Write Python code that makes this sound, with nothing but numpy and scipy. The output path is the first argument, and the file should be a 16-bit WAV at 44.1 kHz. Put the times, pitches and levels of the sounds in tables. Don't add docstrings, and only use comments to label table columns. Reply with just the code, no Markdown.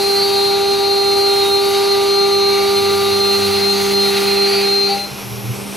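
import sys
import numpy as np
from scipy import signal
from scipy.fft import rfft, irfft
from scipy.io import wavfile
from scipy.ndimage import map_coordinates

SR = 44100
rng = np.random.default_rng(int(sys.argv[2]) if len(sys.argv) > 2 else 0)


def digitize_waveform(pressure):
    field = np.atleast_2d(pressure).T
    bounded = np.clip(field, -1, 1)
    quanta = np.round(bounded * 32767).astype(np.int16)
    wavfile.write(sys.argv[1], SR, quanta)


N = 254016

# time in seconds, turning rate in Hz.
TURN_HZ = [(0, 198.85), (.8, 198.98), (3.6, 198.88), (4.85, 198.75), (5.1, 199.9)]
# start in seconds, length in seconds, base level in dB.
SHRIEK_BOUTS = [(0.0, 0.27, -22), (0.327, 0.23, -21.5), (0.657, 0.11, -22), (0.822, 0.069, -22),
                (0.893, 0.55, -20.5), (1.5, 0.118, -20), (1.874, 0.09, -22.5), (2.071, 0.21, -21),
                (2.309, 0.25, -21.5), (2.737, 0.073, -22), (3.102, 0.086, -22.5), (3.187, 0.2, -19.5),
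                (3.42, 0.06, -20.5), (3.514, 0.083, -22.5), (3.606, 0.14, -20), (3.787, 0.046, -23.5),
                (3.924, 0.19, -20), (4.138, 0.05, -22), (4.26, 0.09, -21.5), (4.359, 0.13, -19),
                (4.625, 0.272, -18.5)]
# time in seconds, offset in Hz.
RING_SAG_HZ = [(4.72, 0), (4.88, -25), (5.0, -45)]
# time and spread in seconds, lower and upper gain in dB.
SIDE_TONE_SWELLS = [(.11, 0.061, -15, 2.5), (.28, 0.12, 2.5, 8), (1.22, .05, -12, 6), (1.42, .09, 6, -2),
                    (4.1, 0.072, 8, -2), (4.52, 0.072, -6, 7), (4.91, 0.035, 1, 8)]
# multiple of the turning rate, level in dB at full load.
CUT_OVERTONES = [(3, -53.5), (7, -41.5), (8, -47), (10, -44.5), (12, -47), (18, -48.5), (20, -39),
                 (22, -46), (25, -44.5), (31, -47.5)]
# multiple of the bite rate, peak in dB, peak time in seconds,
# fall before and after it in dB per second.
HUM_PARTIALS = [(1, -14.95, 2.3, 1.1, 1), (2, -23.8, 0.79, 4.5, 1.63), (3, -27, 2.88, 3, 5.5)]
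# time in seconds, relative level in dB.
UNBALANCE_DB = [(0.0, -37), (1.44, -44.5), (3.75, -27), (4.96, -31.5), (5.1, -38.5), (5.68, -30.5),
                (5.76, -34)]
# time in seconds, base levels of roar and dust in dB.
SPRAY_DB = [(0.0, -29, -32.5), (0.94, -32.5, -38), (1.47, -29.5, -33.5), (1.54, -32.5, -36),
            (1.76, -27.5, -33.5), (2.48, -32, -38.5), (2.54, -29, -36), (3.32, -28, -35),
            (3.61, -25.5, -33.5), (3.65, -29.5, -34.5), (3.84, -25, -31.5), (3.97, -29, -35),
            (4.21, -25, -32), (4.42, -28, -37), (4.58, -26, -34.5), (4.85, -35.5, -40.5)]
# centre and width in Hz, peak in dB, time and spread in seconds.
RASP_MODES = [(2740, 62, -37, 2.4, 2.7), (2428, 310, -30.5, 4.52, 0.34), (2293, 66, -35, 2.6, 0.34),
              (6170, 110, -40, 2.9, 2.1), (6320, 500, -32.5, 3.82, 0.073), (14400, 1100, -45, 3.8, 0.83)]
# frequency in Hz, relative level in dB.
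ROAR_COLOUR = [(40, -28), (120, -23), (250, -8.5), (430, -2), (560, -11), (780, 2), (1050, -7), (1400, -1),
               (1750, -5.5), (2050, 0), (3400, -1.5), (4120, 2), (4800, -5), (6200, -10), (7000, -14.5),
               (12000, -37)]
DUST_COLOUR = [(3000, -29), (6000, -1.5), (7000, -3), (8300, -4), (10000, 1), (11200, 1.5), (12500, -4.5),
               (14000, -10), (15700, -15)]
AIR_COLOUR = [(170, -15), (260, 0), (450, 0), (560, -6.5), (800, -4.5), (1300, -8), (1800, -14),
              (2450, -5.5), (3000, -10), (4800, -13), (5700, -8.5), (6400, -16), (8300, -20),
              (11200, -15.5), (15700, -34.5)]
RUMBLE_COLOUR = [(20, -17), (40, -20), (75, -4.5), (130, -3), (190, -8), (300, -12), (450, -3),
                 (1000, -65)]
# frequency in Hz, level in dB at unit gain.
FEED_TONES = [(120, -48.5), (318.2, -49.5), (636.3, -46.5), (954.4, -39), (1272.5, -48)]
# time in seconds, gain.
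FEED_GAIN = [(.8, 1), (3.2, .6), (4.6, .5), (4.9, 0)]
# time and spread in seconds, frequency in Hz, level in dB, throb depth 0-1.
FRAME_SHAKES = [(1.45, .07, 96, -44, .1), (2.95, .2, 95.5, -37, 0.3), (3.14, .05, 95.5, -42, .1),
                (3.5, 0.11, 95.5, -36, 0), (4.0, 0.35, 95.5, -42, 0.2), (5.13, 0.018, 135, -32, .3),
                (5.33, .055, 119.3, -28.5, .3), (5.49, 0.042, 118, -23.5, .27),
                (5.55, .09, 126, -31.5, 0.5)]
# time in seconds, centre in Hz, level in dB.
RAIL_WHIZZ = [(5.45, 7180, -81), (5.56, 7990, -43), (5.67, 9270, -40), (5.76, 8300, -42)]
# frequency in Hz, starting level in dB, level it moves toward in dB.
DRIVE_TONES = [(8349, -56, -63), (8748, -55, -62), (10996, -52, -47.5), (11396, -45, -42),
               (11795, -49, -56), (12196, -49, -43.5), (12595, -50, -54), (12995, -60, -58)]
# frequency in Hz, side minus mid in dB.
SIDE_DB = [(60, -19), (150, -11), (280, -7), (1400, -6.5), (2200, -21), (3200, -31), (5000, -20.5),
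           (8000, -14.5), (10500, -28), (14000, -8)]
# frequency in Hz, left minus right in dB.
PORT_BALANCE_DB = [(60, -.5), (120, -1), (400, -1.5), (560, 1), (790, 5.2), (950, 1.5), (1400, -.3),
                   (8000, .1), (11500, -1.5), (14000, -.4)]
# frequency in Hz, left lead in radians.
PORT_LEAD_RAD = [(60, -.45), (120, -.8), (200, -.8), (300, -1.1), (500, -1.15), (640, -.45), (790, -.1),
                 (950, -.55), (1300, -.5), (1900, 0), (4200, .1), (6000, 0)]

HUM_END_S, HUM_FALL_DB_PER_S = 4.925, 192
HONK_S, HONK_ATTACK_S, HONK_HOLD_S = 4.882, 0.018, 0.048
TIME_S = np.arange(N) / SR
BIN_HZ = np.arange(N // 2 + 1) * SR / N


def bit_shriek(turn, load):
    ring = 21 * turn + angle(curves(RING_SAG_HZ)[0])
    bite = 2 * turn
    strength = ring_strength()
    weakness = 1 - strength / strength.max()
    flutter_db = (0.36 + 2.5 * weakness) * walk(18)
    shriek = strength * undb(flutter_db) * in_room(ring, wander_rad=0.54, rough=.08)
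    lower_db = -31 - 5 * ramp(3.2, 0.65)
    upper_db = -33.7 + 4.5 * weakness
    for at_s, spread_s, lower_gain_db, upper_gain_db in SIDE_TONE_SWELLS:
        lower_db += lower_gain_db * swell(at_s, spread_s)
        upper_db += upper_gain_db * swell(at_s, spread_s)
    biting = release(HUM_END_S, HUM_FALL_DB_PER_S)
    for phase, db in ((ring - bite, lower_db), (ring + bite, upper_db)):
        shriek += undb(db + 2 * walk(9.1)) * biting * in_room(phase, wander_rad=0.78, rough=0.19)
    overtones = sum(undb(db) * tone(multiple * turn, rough=1, rate_hz=5.8)
                    for multiple, db in CUT_OVERTONES)
    return shriek + load * overtones


def ring_strength():
    attack_s, release_s, arch_db = 0.03, 0.032, 2
    strength = undb(-27 + 2.5 * swell(5.0, 0.045)) * release(5.05, db_per_s=190)
    for start_s, length_s, db in SHRIEK_BOUTS:
        onset = ramp(start_s - attack_s / 2, attack_s)
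        collapse = 1 - ramp(start_s + length_s - release_s / 2, release_s)
        arch = np.sin(np.pi * ramp(start_s, length_s))
        strength = np.maximum(strength, onset * collapse * undb(db + 0.5 + arch_db * arch))
    return strength


def board_hum(turn):
    unbalance = undb(curves(UNBALANCE_DB)[0] + 0.15) * tone(turn, rough=0.11, rate_hz=6.3)
    dip_db = 2 * swell(3.6, 0.32)
    hum = 0
    for (multiple, db, peak_s, before, after), rough in zip(HUM_PARTIALS, (.045, .12, .1)):
        fall_db = before * np.maximum(peak_s - TIME_S, 0) + after * np.maximum(TIME_S - peak_s, 0)
        drift_rad = (multiple - 1) * 0.73 * walk(.5)
        hum += undb(db - fall_db - dip_db) * tone(multiple * 2 * turn + drift_rad, rough, rate_hz=17)
    biting = release(4.65, db_per_s=13) * release(HUM_END_S, HUM_FALL_DB_PER_S)
    idle = undb(-41) * tone(2 * turn, rough=.4, rate_hz=13)
    idle += undb(-49) * tone(4 * turn, rough=.4, rate_hz=10)
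    return unbalance - biting * hum - ramp(HUM_END_S, .1) * idle


def chip_spray(turn):
    roar_db, dust_db = curves(SPRAY_DB)
    roar_db += 7 * swell(HONK_S + HONK_ATTACK_S, 0.016)
    puffs = 1 + 0.022 * np.cos(2 * turn) - 0.097 * np.cos(turn)
    roar = undb(roar_db + 0.85 + 0.98 * walk(29)) * noise(ROAR_COLOUR)
    dust = undb(dust_db + 0.57 + 1.2 * walk(21)) * noise(DUST_COLOUR)
    rasp = 0
    for hz, width_hz, db, at_s, spread_s in RASP_MODES:
        ringing = np.real((walk(width_hz) + 1j * walk(width_hz)) * np.exp(1j * angle(hz)))
        rasp += undb(db) * swell(at_s, spread_s) * ringing
    return puffs * (off_walls(roar + dust) + rasp)


def exit_honk(turn):
    fade = release(HONK_S + HONK_ATTACK_S + HONK_HOLD_S, db_per_s=140)
    envelope = undb(-20.5) * ramp(HONK_S, HONK_ATTACK_S) * fade
    rub = tone(4 * turn + np.pi / 2, rough=.08, rate_hz=20)
    uneven = tone(3 * turn, rough=.2, rate_hz=20)
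    return envelope * rub + undb(-39) * swell(5.0, 0.063) * uneven


def gantry():
    feed = sum(undb(db) * tone(angle(hz), rough=.25, rate_hz=10) for hz, db in FEED_TONES)
    feed *= curves(FEED_GAIN)[0]
    throb_hz = 16
    throb = np.cos(2 * np.pi * throb_hz * (TIME_S - 5.2))
    frame = 0
    for at_s, spread_s, hz, db, depth in FRAME_SHAKES:
        envelope = undb(db) * swell(at_s, spread_s) * (1 + depth * throb)
        frame += envelope * tone(angle(hz), rough=.2, rate_hz=22)
    whizz_hz, whizz_db = curves(RAIL_WHIZZ)
    motors = sum(tone(angle(whizz_hz / divisor), rough=.5, rate_hz=25) for divisor in (10, 15, 20))
    rails = tone(angle(whizz_hz), rough=8, rate_hz=800)
    return feed + frame + undb(whizz_db) * (rails + undb(-6) * motors)


def spindle():
    air = undb(-31 + 0.73 * walk(13)) * noise(AIR_COLOUR)
    rumble = undb(-39.5 + 0.58 * walk(5.7)) * noise(RUMBLE_COLOUR)
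    travel = 0.88 * ramp(2.2, 1.2)
    whine = 0
    for hz, start_db, toward_db in DRIVE_TONES:
        phase = angle(hz) + .5 * np.array([walk(0.56), walk(0.5)])
        whine += undb(start_db + travel * (toward_db - start_db)) * tone(phase, rough=.22, rate_hz=3)
    return air + rumble + whine


def in_room(phase, wander_rad, rough):
    phase = phase + wander_rad * walk(7.4)
    direct = tone(phase, rough, rate_hz=35)
    return direct + undb(-16) * np.array([[1], [-1]]) * tone(phase, rough=2.9, rate_hz=4.7)


def off_walls(x):
    n, out = np.arange(N), x
    for lag_s, drift in rng.uniform([.001, -.0002], [.007, .0002], (6, 2)):
        delayed = n - lag_s * SR - drift * n
        out = out + .17 * np.array([map_coordinates(c, [delayed], order=3, mode="wrap") for c in x])
    return out


def at_ports(x):
    half = undb(over_hz(PORT_BALANCE_DB) / 2) * np.exp(.5j * over_hz(PORT_LEAD_RAD))
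    return irfft(rfft(x) * np.array([half, 1 / half]), N)


def tone(phase, rough, rate_hz):
    shake = 1 + rough * (walk(rate_hz) + 1j * walk(rate_hz))
    return np.sqrt(2 / (1 + 2 * rough ** 2)) * np.real(shake * np.exp(1j * phase))


def noise(colour):
    mid, side = rfft(rng.standard_normal((2, N))) * undb(over_hz(colour))
    mid, side = irfft(mid, N), irfft(side * undb(over_hz(SIDE_DB)), N)
    return (mid + np.array([[1], [-1]]) * side) / mid.std()


def walk(rate_hz):
    x = irfft(rfft(rng.standard_normal(N)) / (1 + (BIN_HZ / rate_hz) ** 2), N)
    return (x - x.mean()) / x.std()


def swell(at_s, spread_s):
    return np.exp(-.5 * ((TIME_S - at_s) / spread_s) ** 2)


def ramp(start_s, length_s):
    return np.clip((TIME_S - start_s) / length_s, 0, 1)


def release(start_s, db_per_s):
    return undb(-db_per_s * np.maximum(TIME_S - start_s, 0))


def angle(hz):
    return 2 * np.pi * np.cumsum(hz * np.ones(N)) / SR


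def curves(table):
    times_s, *columns = np.transpose(table)
    return [np.interp(TIME_S, times_s, column) for column in columns]


def over_hz(table):
    hz, value = np.transpose(table)
    return np.interp(np.log(BIN_HZ + 1), np.log(hz), value)


def undb(db):
    return 10 ** (np.asarray(db) / 20)


def scene():
    turn = angle(curves(TURN_HZ)[0])
    load = release(4.99, db_per_s=89.5)
    cut = board_hum(turn) + bit_shriek(turn, load) + exit_honk(turn) + load * chip_spray(turn)
    return at_ports(cut + gantry() + spindle())


def record(dry):
    top_hz = 15750
    return signal.sosfilt(signal.ellip(10, .1, 80, top_hz, fs=SR, output="sos"), dry)


dry = scene()
out = record(dry)
digitize_waveform(out)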